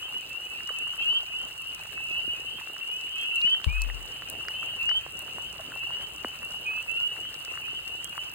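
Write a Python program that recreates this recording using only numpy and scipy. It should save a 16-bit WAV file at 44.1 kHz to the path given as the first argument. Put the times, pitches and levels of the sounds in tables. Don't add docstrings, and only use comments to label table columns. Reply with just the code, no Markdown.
import sys
import numpy as np
from scipy import signal
from scipy.fft import rfft, irfft
from scipy.io import wavfile
from scipy.ndimage import uniform_filter1d

SR = 44100
rng = np.random.default_rng(int(sys.argv[2]) if len(sys.argv) > 2 else 0)


def to_wav(sig):
    pcm = np.clip(np.atleast_2d(sig), -1, 1) * 32767
    pcm = np.round(pcm).astype(np.int16)
    wavfile.write(sys.argv[1], SR, pcm.T)


N = 367794

PARTIALS = {"a": [(.5, -38), (1.5, -34)], "d": [(.5, -27), (1.5, -40)], "g": [(3.5, -37)],
            "others": [(.5, -31), (1.5, -40)]}
# delay_s (rows left, right)
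REFLECTION_S = np.array([[.0036], [.0087]])
# freq_hz, relative_db
RAIN_SPECTRUM = [(30, -32), (70, -12.5), (190, -9.5), (1300, -6), (2300, -11.5), (4000, -14), (6000, -19),
                 (15000, -18.5)]


def peep(length_s, start_hz, end_hz, bend, level_db, swell_db, pan_db, lead_s, phase_turns,
         notch_hz, reflection, partials):
    attack_s, release_s = .032, .028
    t = np.arange(0, length_s, 1 / SR)
    u = t / length_s
    linger = .4 * (1 - bend) * np.sin(2 * np.pi * u) / (2 * np.pi)
    slide = u + bend * u * (1 - u) - linger
    scoop_hz = 300 * bend ** 2 * np.exp(-t / .02)
    hz = start_hz + (end_hz - start_hz) * slide - scoop_hz
    turns = np.cumsum(hz) / SR + phase_turns
    tone = 0
    for ratio, db in [(1, swell_db * (u - .5))] + partials:
        direct = ratio * (turns + np.outer([.5, -.5], hz) * lead_s)
        echo = direct - (ratio * hz - np.reshape(notch_hz, (2, 1))) * REFLECTION_S
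        tone += gain(db) * (np.sin(2 * np.pi * direct) - reflection * np.sin(2 * np.pi * echo))
    ramp = np.clip(np.minimum(t / attack_s, (length_s - t) / release_s), 0, 1)
    envelope = np.sin(ramp * np.pi / 2) ** 2
    return tone * gain(level_db) / np.sqrt(1 + reflection ** 2) * envelope * pan(pan_db)


def near_frogs():
    # start_s, spot, length_s, start_hz, level_db
    peeps = [(0, "c", .08, 2933, -34), (.071, "f", .16, 2730, -41), (.29, "f", 0.2, 2620, -35.5),
             (0.441, "d", 0.054, 2500, -43), (0.49, "b", 0.25, 2600, -36.5), (.965, "c", .085, 3020, -34),
             (.118, "c", .08, 2810, -30), (0.639, "g", .15, 2908, -37), (.716, "c", 0.18, 2710, -34.5),
             (0.745, "b", 0.2, 2592, -33), (.83, "c", 0.14, 2800, -36), (0.972, "a", 0.225, 2665, -22.5),
             (1.0, "d", 0.24, 2545, -32.5), (1.29, "c", 0.15, 2800, -33), (1.292, "d", 0.18, 2580, -35),
             (1.571, "c", 0.19, 2702, -38.5), (1.6, "f", 0.15, 2624, -41), (1.945, "b", 0.3, 2585, -33),
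             (2.053, "d", 0.27, 2572, -34), (2.09, "b", 0.27, 2570, -33.5), (2.292, "c", .26, 2717, -38),
             (2.322, "b", .22, 2480, -43), (2.39, "c", 0.21, 2880, -41), (2.6, "f", .22, 2604, -41.5),
             (2.898, "f", 0.15, 2480, -46), (2.795, "c", 0.2, 2698, -32.5), (2.966, "b", .22, 2595, -38),
             (3.0, "c", 0.26, 2870, -35.5), (3.138, "b", 0.26, 2565, -34.5), (3.165, "c", 0.2, 2728, -32.5),
             (3.215, "b", .12, 2548, -34.5), (3.293, "d", 0.1, 2620, -28), (3.336, "a", .227, 2665, -20),
             (3.4, "d", .2, 2495, -35), (3.49, "c", .11, 2880, -33), (3.668, "e", 0.187, 2390, -30.5),
             (4.306, "b", 0.13, 2700, -39.5), (4.374, "f", .22, 2690, -38.5),
             (4.517, "f", 0.27, 2624, -39.5), (4.57, "b", .2, 2598, -34), (4.46, "f", 0.2, 2830, -39),
             (4.62, "c", .11, 2920, -35), (4.78, "d", 0.086, 2460, -40), (4.81, "d", 0.167, 2586, -36),
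             (4.775, "a", .225, 2665, -23), (5.19, "f", .14, 2637, -42.5), (5.308, "c", 0.2, 2760, -37),
             (5.719, "f", 0.17, 2626, -37), (5.781, "b", 0.19, 2620, -32.5), (5.93, "c", .14, 2852, -35),
             (6.19, "f", .14, 2760, -38), (6.406, "c", 0.19, 2657, -36), (6.645, "g", 0.185, 2500, -28.5),
             (6.868, "c", 0.19, 2690, -38), (6.862, "d", 0.23, 2607, -27.5),
             (6.926, "b", 0.23, 2597, -37.5), (7.1, "f", 0.21, 2640, -40), (7.17, "c", .14, 2880, -37),
             (6.71, "c", .11, 2830, -40), (7.465, "b", 0.15, 2640, -35), (7.575, "a", 0.22, 2660, -36),
             (7.66, "c", .15, 2690, -38), (7.6, "d", 0.23, 2477, -42), (7.84, "c", 0.14, 2710, -36),
             (7.93, "d", 0.089, 2670, -39), (7.97, "c", 0.13, 3010, -44), (8.138, "b", .12, 2810, -36),
             (8.18, "d", .12, 2710, -39.5)]
    spots = {"a": (445, .01, 10, 2.5, .000128, -14, 2788, 2925, .55),
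             "b": (335, .12, -1, -1.5, .00009, -4, 2830, 2870, .35),
             "c": (320, .3, 1, 1.5, -.00012, -4, 2860, 2800, .35),
             "d": (305, .2, 4, -5, -.00014, -5, 2690, 2835, .4),
             "f": (350, .2, -2, 1.5, -.00003, -4, 2880, 2830, .35),
             "e": (222, .98, 7, 0, -.00003, -16, 2580, 2380, .2),
             "g": (150, .4, -4, -2, -.00004, -16, 2625, 2570, .25)}
    direct, echo_send = np.zeros((2, 2, N))
    for (start_s, spot, length_s, start_hz, level_db), phase in zip(peeps, rng.random(len(peeps))):
        slide_hz, bend, swell_db, pan_db, lead_s, echo_db, *notch_hz, reflection = spots[spot]
        end_hz = start_hz + slide_hz * (length_s / .2) ** .5
        call = peep(length_s, start_hz, end_hz, bend, level_db, swell_db, pan_db, lead_s, phase,
                    notch_hz, reflection, PARTIALS.get(spot, PARTIALS["others"]))
        add(direct, start_s, call)
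        add(echo_send, start_s, gain(echo_db) * call)
    return direct + tree_echoes(echo_send, t60_s=.23)


def far_frogs(count=700, rms_db=-40.5):
    calls = np.zeros((2, N + SR))
    draws = np.hstack([rng.random((count, 3)), rng.standard_normal((count, 4))])
    for k, (late, smallness, phase, detune, loudness, side, lead) in enumerate(draws):
        start_hz = 2670 + 65 * detune + 150 * (smallness - .5)
        call = peep(.22 - .0707 * smallness, start_hz, start_hz + 315, bend=.301,
                    level_db=2.6 * loudness, swell_db=-2.5, pan_db=1.4 * side - 1.1,
                    lead_s=.00011 + .00009 * lead, phase_turns=phase,
                    notch_hz=phase / REFLECTION_S, reflection=.4, partials=PARTIALS["others"])
        add(calls, (k + late) / count * (N / SR + 1), call)
    chorus = calls + gain(2) * tree_echoes(calls, t60_s=.35)
    return gain(rms_db) * unit_rms(chorus)[:, SR:]


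def tick(pitch_hz, bandwidth_ratio):
    cycles = np.arange(1200) * pitch_hz / SR
    decay = np.exp(-1.9 * bandwidth_ratio * cycles)
    turns = np.cumsum(1 + bandwidth_ratio * (decay - .45)) * pitch_hz / SR
    tap = np.sin(2 * np.pi * turns) * (1 - np.exp(-cycles / .34)) * decay
    return tap / abs(tap).max()


def large_drops():
    # time_s, surface, peak_db, pitch_hz
    impacts = [(.6747, "leaf", -23.5, 6600), (.6065, "leaf", -29, 2000), (.706, "leaf", -33, 600),
               (.871, "leaf", -33, 1190), (1.0587, "leaf", -27, 9500), (2.1822, "leaf", -25, 14400),
               (2.6, "leaf", -29, 2100), (2.766, "leaf", -30, 1500), (3.0128, "mud", -27, 8500),
               (3.2138, "leaf", -25, 8400), (3.476, "leaf", -28, 2100), (3.548, "leaf", -27, 1710),
               (4.2874, "leaf", -28, 7100), (4.8571, "leaf", -26, 8200), (4.8926, "water", -32, 5000),
               (5.5285, "leaf", -27, 8300), (5.761, "leaf", -30, 904), (6.1621, "leaf", -28, 7700),
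               (6.2853, "mud", -24, 13000), (6.431, "leaf", -31, 1300), (6.5507, "leaf", -27, 14500),
               (6.6126, "leaf", -26, 14500), (6.8276, "leaf", -26, 8500), (7.166, "leaf", -30, 1770),
               (7.6537, "leaf", -27, 14300), (8.3167, "leaf", -26, 14100), (0.787, "leaf", -18, 9600),
               (1.7484, "mud", -19, 11000), (2.28, "leaf", -37, 310), (3.3577, "leaf", -19.5, 9600),
               (3.449, "leaf", -40.5, 196), (3.4165, "water", -25, 4000), (3.6435, "water", -16.5, 2900),
               (3.6445, "mud", -22, 6500), (3.6447, "leaf", -27, 1270), (3.819, "leaf", -14, 8500),
               (3.8192, "water", -27, 4400), (3.9, "water", -28, 1910), (4.2221, "mud", -25.5, 1658),
               (4.3, "mud", -12, 15000), (4.4843, "water", -30, 4900), (4.4851, "leaf", -19, 1790),
               (4.6295, "water", -31, 1250), (4.893, "leaf", -20, 1860), (4.9148, "mud", -22.5, 1480),
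               (5.0649, "mud", -27.5, 930), (5.192, "mud", -13.5, 15500), (5.3844, "leaf", -27, 947),
               (5.6, "water", -34.5, 650), (5.72, "water", -31, 1490), (5.9066, "leaf", -29, 1060),
               (7.45, "mud", -19.5, 6940), (7.5756, "leaf", -25, 1500), (7.343, "leaf", -24, 4500),
               (7.879, "mud", -24, 5000), (8.0449, "leaf", -13, 10000), (8.1797, "leaf", -21.5, 1240)]
    bandwidths = {"water": 0.15, "leaf": 0.58, "mud": 1.02}
    above, on_water = np.zeros((2, 2, N))
    for time_s, surface, peak_db, pitch_hz in impacts:
        tap = gain(peak_db) * tick(pitch_hz, bandwidths[surface]) * pan(0)
        add(on_water if surface == "water" else above, time_s - .64 / pitch_hz, tap)
    direct = port_shift(above) + on_water
    return direct + gain(-11) * tree_echoes(direct, t60_s=.03, length_s=.1, density=.3)


def cover_plops(rise_s=.0007):
    # start_s, level_db, start_hz, end_hz, fall_s, t60_s
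    plops = [(.692, -24, 2700, 1150, .0008, .022), (6.2459, -16, 3300, 230, .0012, .022)]
    t, out = np.arange(2000) / SR, np.zeros((2, N))
    for start_s, level_db, start_hz, end_hz, fall_s, t60_s in plops:
        turns = np.cumsum(end_hz + (start_hz - end_hz) * np.exp(-t / fall_s)) / SR
        envelope = gain(level_db - 60 * t / t60_s) * (1 - np.exp(-(t / rise_s) ** 2))
        add(out, start_s, envelope * np.sin(2 * np.pi * turns) * pan(0))
    return out


def stand_knocks():
    # start_s, gain_db, pan_db
    blows = [(3.665, -14.5, 11.5), (3.934, -38.5, 14)]
    # freq_hz, relative_db, rise_s, t60_s
    modes = [(65.5, 2.5, 0.0046, 0.12), (43.1, 3.5, 0.13, 0.69), (153, -11.5, 0.0058, 0.12)]
    t, out = np.arange(SR) / SR, np.zeros((2, N))
    lag_rad = np.array([[0], [1.8]])
    ring = 0
    for hz, db, rise_s, t60_s in modes:
        envelope = gain(db - 60 * t / t60_s) * (1 - np.exp(-(t / rise_s) ** 2))
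        ring += envelope * np.sin(2 * np.pi * hz * t - lag_rad)
    for start_s, gain_db, pan_db in blows:
        add(out, start_s, gain(gain_db) * ring * pan(pan_db))
    return out


def patter(rate_per_s=900, spread_db=4.5, rms_db=-51):
    strength = gain(spread_db * np.minimum(rng.exponential(1, N), 4))
    hits = strength * (rng.random(N) < rate_per_s / SR)
    pitch_index, taps = rng.integers(0, 40, N), np.zeros((2, N))
    for k, hz in enumerate(300 + 2.5 * np.arange(6, 46) ** 2.28):
        tap = tick(hz, rng.uniform(.22, .9)) * gain(log_interp(RAIN_SPECTRUM, hz)) * hz ** .9
        taps += signal.oaconvolve(hits * (pitch_index == k), tap)[:N] * pan(.94 * rng.standard_normal())
    echoes = gain(-7.5) * tree_echoes(taps, t60_s=.029, length_s=.1, density=.3)
    return gain(rms_db) * unit_rms(taps + echoes)


def rain_wash(rms_db=-49.5, corner_hz=1500):
    # freq_hz, left_right_coherence
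    coherence_curve = [(60, 1), (300, 0.97), (1500, 0.13), (4000, 0.24), (5500, 1)]
    # time_s, offset_db
    low_levels = [(0, -1), (3.3, -2.5), (3.9, 1.5), (6.3, 2), (6.8, -.5)]
    frames, hz = N // 256 + 5, np.fft.rfftfreq(1024, 1 / SR)
    left_re, left_im, other_re, other_im, patches = rng.standard_normal((frames, 513, 5)).T
    patches = unit_rms(uniform_filter1d(uniform_filter1d(patches, 14, 0), 8, 1))
    flicker = unit_rms(uniform_filter1d(rng.standard_normal(frames), 6))
    coherence = log_interp(coherence_curve, hz)[:, None]
    left = left_re + 1j * left_im
    right = coherence * left + np.sqrt(1 - coherence ** 2) * (other_re + 1j * other_im)
    low_share = 1 / (1 + (hz[:, None] / corner_hz) ** 2)
    low_db = np.interp(np.arange(frames) * 256 / SR, *np.transpose(low_levels))
    motion_db = low_share * low_db + (1.8 + 1.6 * low_share) * patches + 1.2 * flicker
    spectra = np.array([left, right]) * gain(log_interp(RAIN_SPECTRUM, hz)[:, None] + motion_db)
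    wash = signal.istft(spectra, nperseg=1024, noverlap=768)[1][:, :N]
    return gain(rms_db) * unit_rms(wash)


def air_rumble():
    # time_s, level_db
    levels = [(0, -63), (1.7, -60.5), (2.2, -55.5), (2.8, -66.5), (4, -56.5), (6.1, -57), (6.8, -59.5)]
    common, left, right = rng.standard_normal((3, N))
    band = signal.butter(3, [38, 150], "band", fs=SR, output="sos")
    rumble = unit_rms(signal.sosfilt(band, np.array([left, right]) + 3.9 * common))
    return rumble * gain(np.interp(np.arange(N) / SR, *np.transpose(levels))) * pan(2.4)


def tree_echoes(x, t60_s, length_s=.6, density=.03):
    shape = (2, round(length_s * SR))
    taps = rng.choice([-1., 1.], shape) * (rng.random(shape) < density)
    taps *= gain(-60 * np.arange(shape[1]) / SR / t60_s)
    taps /= np.linalg.norm(taps, axis=1)[:, None]
    return signal.fftconvolve(x, taps, axes=1)[:, :x.shape[1]]


def port_shift(x):
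    # freq_hz, right_lead_rad
    phase_curve = [(0, -1.5), (700, 1.5), (2000, 0.55), (3500, 4), (5500, 3), (15000, -6.5)]
    lead_rad = np.interp(np.fft.rfftfreq(N, 1 / SR), *np.transpose(phase_curve))
    return np.array([x[0], irfft(rfft(x[1]) * np.exp(1j * lead_rad), N)])


def gain(db):
    return 10 ** (np.asarray(db) / 20)


def pan(db):
    return gain([[db / 2], [-db / 2]])


def unit_rms(x):
    return x / np.sqrt(np.mean(x ** 2) + 1e-20)


def log_interp(curve, hz):
    knots_hz, values = np.transpose(curve)
    return np.interp(np.log(hz + 1), np.log(knots_hz + 1), values)


def add(mix, start_s, sound):
    span = mix[:, round(start_s * SR):][:, :sound.shape[1]]
    span += sound[:, :span.shape[1]]


def scene():
    return (near_frogs() + far_frogs() + large_drops()
            + port_shift(rain_wash() + patter() + cover_plops()) + air_rumble() + stand_knocks())


def record(dry):
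    cutoff_hz = 16050
    lowpass = signal.firwin(511, cutoff_hz, window=("kaiser", 9), fs=SR)
    return signal.oaconvolve(dry, lowpass[None], "same")


dry = scene()
out = record(dry)
to_wav(out)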